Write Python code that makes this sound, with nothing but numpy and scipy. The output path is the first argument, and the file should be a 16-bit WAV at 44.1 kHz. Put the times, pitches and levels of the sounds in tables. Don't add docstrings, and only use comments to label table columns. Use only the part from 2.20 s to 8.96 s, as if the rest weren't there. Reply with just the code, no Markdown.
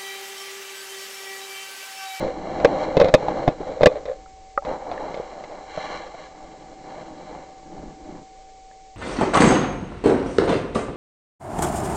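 import sys
import numpy as np
from scipy import signal
from scipy.fft import rfft, irfft, next_fast_len
from scipy.io import wavfile
from scipy.ndimage import map_coordinates

SR = 44100
rng = np.random.default_rng(int(sys.argv[2]) if len(sys.argv) > 2 else 0)


def output_pcm(signal):
    pcm = np.clip(np.atleast_2d(signal).T, -1, 1) * 32767
    wavfile.write(sys.argv[1], SR, np.round(pcm).astype(np.int16))


N = 298116

# (ratio to the boom pitch, level [dB], t60 [s])
HOUSING_MODES = [(1, 1.5, 0.035), (.88, -13, 0.083), (1.36, -18, 0.039), (2.02, -24, 0.066),
                 (2.9, -52, 0.018)]


def amp(db):
    return 10 ** (np.asarray(db) / 20)


def unit(x):
    return x / np.sqrt(np.mean(x ** 2) + 1e-20)


def curve(rows):
    return np.interp(np.arange(N) / SR, *np.transpose(rows))


def wobble(rate):
    knots = rng.standard_normal(int(N * rate / SR) + 4)
    return map_coordinates(knots, [np.arange(N) * rate / SR])


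def coloured(x, points, size=8192):
    hz, db = np.transpose(points)
    gain = amp(np.interp(np.log(np.fft.rfftfreq(size, 1 / SR) + 1), np.log(hz), db))
    cepstrum = irfft(np.log(gain))
    cepstrum[1:size // 2] *= 2
    cepstrum[size // 2 + 1:] = 0
    return signal.fftconvolve(x, irfft(np.exp(rfft(cepstrum))))[:N]


def resonate(x, peaks):
    return sum(amp(db) * signal.lfilter(*signal.iirpeak(hz, hz / width, fs=SR), x)
               for hz, width, db in peaks)


def low_pass(x, edge_hz, order):
    return signal.sosfilt(signal.butter(order, edge_hz, fs=SR, output="sos"), x)


def below(x, edge_hz):
    size = next_fast_len(N + SR // 2)
    gain = np.clip((edge_hz - np.fft.rfftfreq(size, 1 / SR)) / 400 + .5, 0, 1)
    return irfft(rfft(x, size) * gain, size)[..., :N]


def ring(modes, pitch=1):
    t = np.arange(SR // 4) / SR
    return sum(amp(db - 60 * t / t60) * np.sin(2 * np.pi * f * pitch * t) for f, db, t60 in modes)


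def add(track, s, sound):
    part = track[round(s * SR):][:len(sound)]
    part += sound[:len(part)]


def patter(rate, spread_db):
    sizes = rng.standard_normal(N) * amp(spread_db * np.clip(rng.standard_normal(N), -2, 2))
    return unit(sizes * (rng.random(N) < rate / SR))


def flow():
    # (time [s], level [dB])
    strength = [(0.0, -46.5), (0.32, -39.5), (0.49, -34.5), (0.64, -39), (1.05, -39), (1.15, -36.5),
                (1.26, -41.5), (1.47, -45.5), (1.62, -47), (1.75, -46.5), (1.92, -62), (2.2, -66),
                (2.43, -70), (2.54, -54), (2.56, -53), (2.65, -47), (2.9, -43), (3.16, -47.5), (3.35, -47),
                (3.54, -55), (3.73, -45), (3.99, -50.5), (4.33, -53.5), (4.56, -56.5), (4.8, -52.5),
                (5.05, -53), (5.25, -57.5), (5.57, -61), (5.82, -65), (5.97, -64.5), (6.76, -71.5)]
    # (centre time [s], half length [s], depth [dB])
    stalls = [(0.923, 0.019, 10), (1.356, 0.026, 8), (1.59, 0.015, 7), (4.08, 0.056, 5)]
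    t = np.arange(N) / SR
    return curve(strength) - sum(db * np.exp(-.5 * ((t - s) / half_s) ** 2) for s, half_s, db in stalls)


def swirls(steepness=2.55):
    # (centre time [s], half length [s], rumble [dB], wash [dB], fizz [dB])
    vortices = [(0.015, 0.052, -28, -32, -39), (.62, 0.034, -41, -26.5, -38.5),
                (2.508, 0.043, -37, -27.5, -45), (2.764, 0.14, -44, -32.5, -65),
                (3.675, 0.13, -48.5, -36, -38), (4.006, 0.062, -59, -53, -47.5),
                (4.753, 0.093, -51, -39.5, -51), (5.117, 0.11, -45.5, -40, -52),
                (5.62, 0.097, -38.5, -44, -59.5), (5.919, 0.078, -41.5, -44.5, -59)]
    t = np.arange(N) / SR
    return sum(np.outer(amp(levels_db), np.exp(-.5 * np.abs((t - s) / half_s) ** steepness))
               for s, half_s, *levels_db in vortices)


def rumble(flow_db, swirl):
    # (time [s], level [dB])
    bass = [(0, 5), (1.9, 6), (2.6, -2.5), (4.0, -2), (4.4, 7), (6.7, 4.5)]
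    # (frequency [Hz], gain [dB])
    spectrum = [(40, -3.5), (100, -10.5), (170, 2), (240, -3), (320, 7), (400, -5), (520, -20.5),
                (900, -78.5)]
    level = np.hypot(amp(flow_db + curve(bass)), swirl)
    return level * unit(coloured(patter(1500, spread_db=-3.0), spectrum))


def wash(flow_db, swirl, over_flow_db=7.5):
    # (frequency [Hz], bandwidth [Hz], gain [dB])
    peaks = [(526, 21.7, 4), (614, 44, 6.5), (774, 118, 7), (1010, 32, -20), (1040, 18, -31.5)]
    # (frequency [Hz], gain [dB])
    band = [(200, -16), (420, 2.5), (1200, -5.5), (2300, -9), (3000, -39.5)]
    churn = resonate(patter(5000, spread_db=3.0), peaks)
    return np.hypot(amp(flow_db + over_flow_db), swirl) * unit(coloured(churn, band))


def fizz(flow_db, swirl, brisk_flow_db=-41, growth=0.75):
    # (frequency [Hz], bandwidth [Hz], gain [dB])
    peaks = [(1168, 80, 2), (1480, 44, -4), (1725, 180, 0.5), (2088, 130, 4.5), (2260, 120, -1),
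             (2750, 200, -9), (3145, 170, -15.5), (3996, 350, -2.5), (6300, 3100, -26.5)]
    # (frequency [Hz], gain [dB])
    band = [(400, -21), (1000, 7), (2380, -2.5), (2540, -16.5), (2750, 0), (3400, 4), (3560, -7), (3850, 1),
            (4350, -1), (4700, -13), (5600, -0.5), (7500, -6), (9000, -25.5)]
    froth = resonate(patter(9000, spread_db=-3.5), peaks)
    fizz_db = -46.5 + growth * (flow_db - brisk_flow_db)
    return np.hypot(amp(fizz_db), swirl) * unit(coloured(froth, band))


def surge(swirl, push_db=-8.5):
    # (time [s], level [dB])
    swell = [(0, -46), (1.8, -49.5), (3.5, -53.5), (4.4, -60), (6.76, -75)]
    # (frequency [Hz], gain [dB])
    spectrum = [(10, 0.5), (25, -8.5), (42, 0), (65, -6.5), (100, -17.5), (250, -62.5)]
    level = np.hypot(amp(curve(swell)), amp(push_db) * swirl)
    return level * unit(coloured(rng.standard_normal(N), spectrum))


def water():
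    flow_db = flow()
    deep, sloshing, frothy = swirls()
    eddies = amp(wobble(60))
    return eddies * (rumble(flow_db, deep) + wash(flow_db, sloshing) + fizz(flow_db, frothy)) + surge(deep)


def drag(boom_hz=515, attack_s=0.0086, release_db_per_s=346):
    # (start time [s], length [s], level [dB])
    scrapes = [(-.01, .1, -27), (0.506, 0.36, -30), (0.792, 0.091, -20), (1.0, 0.31, -32),
               (1.467, 0.26, -29), (1.749, .02, -25.5), (1.857, 0.061, -29.5)]
    # (frequency [Hz], gain [dB])
    scuff = [(100, -10.5), (300, -20), (490, 0.5), (620, 6.5), (900, -7), (1400, 1), (2300, 6.5),
             (2650, -3), (3200, 2.5), (4000, 14), (5000, -2), (8600, -36)]
    t = np.arange(N) / SR
    pressure = np.zeros(N)
    for s, length, db in scrapes:
        rise = np.clip((t - s) / attack_s, 0, 1)
        pressure += rise * amp(db - release_db_per_s * np.maximum(t - s - length, 0))
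    slips = coloured(patter(1400, spread_db=1.5), scuff)
    return pressure * unit(signal.fftconvolve(slips, ring(HOUSING_MODES, boom_hz))[:N])


def gravel(taps_per_s=20, over_flow_db=11, spread_db=3.5, boom_hz=674):
    sizes = amp(flow() + over_flow_db + spread_db * np.clip(rng.standard_normal(N), -2, 2))
    taps = sizes * (rng.random(N) < taps_per_s / SR)
    return signal.fftconvolve(taps, ring(HOUSING_MODES, boom_hz))[:N]


def contacts():
    # (time [s], boom [dB], boom pitch [Hz], thud [dB], grit [dB], rebound delay [s])
    blows = [ (.4006, -17, 670, -26, -27, .008), (0.4474, 7, 553, -36, -6.5, .006),
             (0.7689, -0.5, 513, -4.5, -12, 0.0066), (.8005, -5.5, 564, -40, -9.5, 0.0087),
             (.8146, 3.5, 541, -9, -12.5, 0.0055), (0.8448, -6.5, 530, -8.5, -16.5, .011),
             (0.885, -12, 675, -15, -17, .006), (0.9395, 9.5, 599, 2.5, 2.5, 0.0076),
             (1.026, -20, 840, -30, -46, .006), (1.0835, -9, 817, -19, -27, .006),
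             (1.2781, -3, 700, 2, -14.5, 0.0075), (1.405, -20.5, 440, -30, -58, 0.0067),
             (1.609, -5.5, 582, -23, -25, 0.008), (1.618, -14, 493, -9, -21, 0.0082),
             (1.6324, 3, 569, -8.5, -9.5, 0.0061), (1.6587, 12.5, 574.5, 1.5, 1.5, 0.0093),
             (1.855, -22, 558, -52, -27.5, 0.0049), (2.4228, -28, 796, -50, -53, .006),
             (2.4501, -30.5, 710, -52, -27, .01), (2.715, -16.5, 710, -50, -28, .007),
             (2.9429, -23.5, 537, -49, -26.5, .006), (2.9732, -20.5, 573, -45, -34, 0.01),
             (2.999, -17.5, 495, -53, -49, .006), (3.2386, -30, 620, -56, -31.5, .007),
             (3.3135, -27, 660, -47, -40, .006), (3.5756, -17, 628, -22, -34, .006),
             (3.942, -30, 684, -55, -47, .006), (4.7838, -30, 680, -45, -57, .006),
             (6.512, -43, 564, -60, -48, .009)]
    for s, boom_db, pitch_hz, thud_db, grit_db, delay_s in blows:
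        yield s, boom_db, pitch_hz, thud_db, grit_db
        yield s + delay_s, boom_db - 12, pitch_hz * .86, thud_db - 2.5, grit_db - 6


def knocks(grit_t60=0.025, contact_hz=2400, attack_s=0.00053, detune=.025):
    # (frequency [Hz], level [dB], t60 [s])
    wall_modes = [(45, -12.5, 0.011), (108, -48, 0.015), (184, -7, 0.027), (308, -6, 0.025)]
    # (frequency [Hz], level [dB], t60 [s])
    shell_modes = [(1828, -10, 0.016), (2536, -0.5, 0.056), (3595, -28.5, 0.11)]
    # (frequency [Hz], gain [dB])
    grit_spectrum = [(300, 10), (1000, 12), (1750, -1), (2100, 10), (2500, -9.5), (3000, -4.5), (3700, 2),
                     (4600, -6.5), (5400, -9.5), (7500, -23), (8600, -44), (12000, -29)]
    body, crunch = np.zeros(N), np.zeros(N)
    t = np.arange(SR // 4) / SR
    rise = 1 - np.exp(-t / attack_s)
    for s, boom_db, pitch_hz, thud_db, grit_db in contacts():
        boom = amp(boom_db) * ring(HOUSING_MODES, pitch_hz)
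        thud = amp(thud_db) * ring(wall_modes)
        grit = amp(grit_db - 60 * t / grit_t60) * rng.standard_normal(len(t))
        buzz = amp(grit_db - 8.0) * ring(shell_modes, 1 + detune * rng.standard_normal())
        add(body, s, rise * (boom + thud))
        add(crunch, s, grit + buzz)
    return low_pass(body, contact_hz, order=2) + amp(-1.5) * coloured(crunch, grit_spectrum)


def bubbles(attack_s=0.00067, muffle_hz=2600):
    # (time [s], level [dB], pitch [Hz])
    pinch_offs = [(1.888, -28, 1790), (2.06, -33.5, 1320), (2.3763, -1, 1245), (2.778, -21.5, 1760),
                  (6.513, -38, 1730)]
    # (ratio to its pitch, level [dB], t60 [s])
    bubble_modes = [(1, -4.5, 0.024), (1.06, -17, 0.044), (1.52, -20, .02)]
    # (frequency [Hz], level [dB], t60 [s])
    cavity_modes = [(566, -14.5, 0.066), (792, -10.5, 0.031)]
    plops = np.zeros(N)
    rise = 1 - np.exp(-np.arange(SR // 4) / SR / attack_s)
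    for s, db, hz in pinch_offs:
        add(plops, s, amp(db) * rise * (ring(bubble_modes, hz) + ring(cavity_modes)))
    return low_pass(plops, muffle_hz, order=3)


def camera(hiss_db=-52.0, waver=0.00094):
    # (frequency [Hz], rms level [dB])
    tones = [(435.0, -64), (764.4, -48), (2239, -73), (4479, -76)]
    # (frequency [Hz], gain [dB])
    spectrum = [(30, 12), (110, -7.5), (330, -14), (450, 0), (650, -6.5), (1000, -36), (2100, -12.5),
                (2700, -17), (7400, -13.5), (8300, -23), (8900, -30)]
    clock = np.cumsum(1 + waver * wobble(10)) / SR
    whine = sum(amp(db) * np.sqrt(2) * np.sin(2 * np.pi * hz * clock) for hz, db in tones)
    return whine + amp(hiss_db) * unit(coloured(rng.standard_normal(N), spectrum))


def scene():
    return (water() + gravel() + drag() + knocks() + bubbles() + camera())[None]


def record(dry):
    mic_hz, top_hz = 8500, 16000
    ceiling, hardness = .71, 12
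    heard = below(dry, mic_hz)
    clipped = heard / (1 + np.abs(heard / ceiling) ** hardness) ** (1 / hardness)
    in_band = below(clipped, mic_hz)
    overtones = clipped - in_band
    return below(in_band + amp(-7.0) * overtones, top_hz)


dry = scene()
out = record(dry)
output_pcm(out)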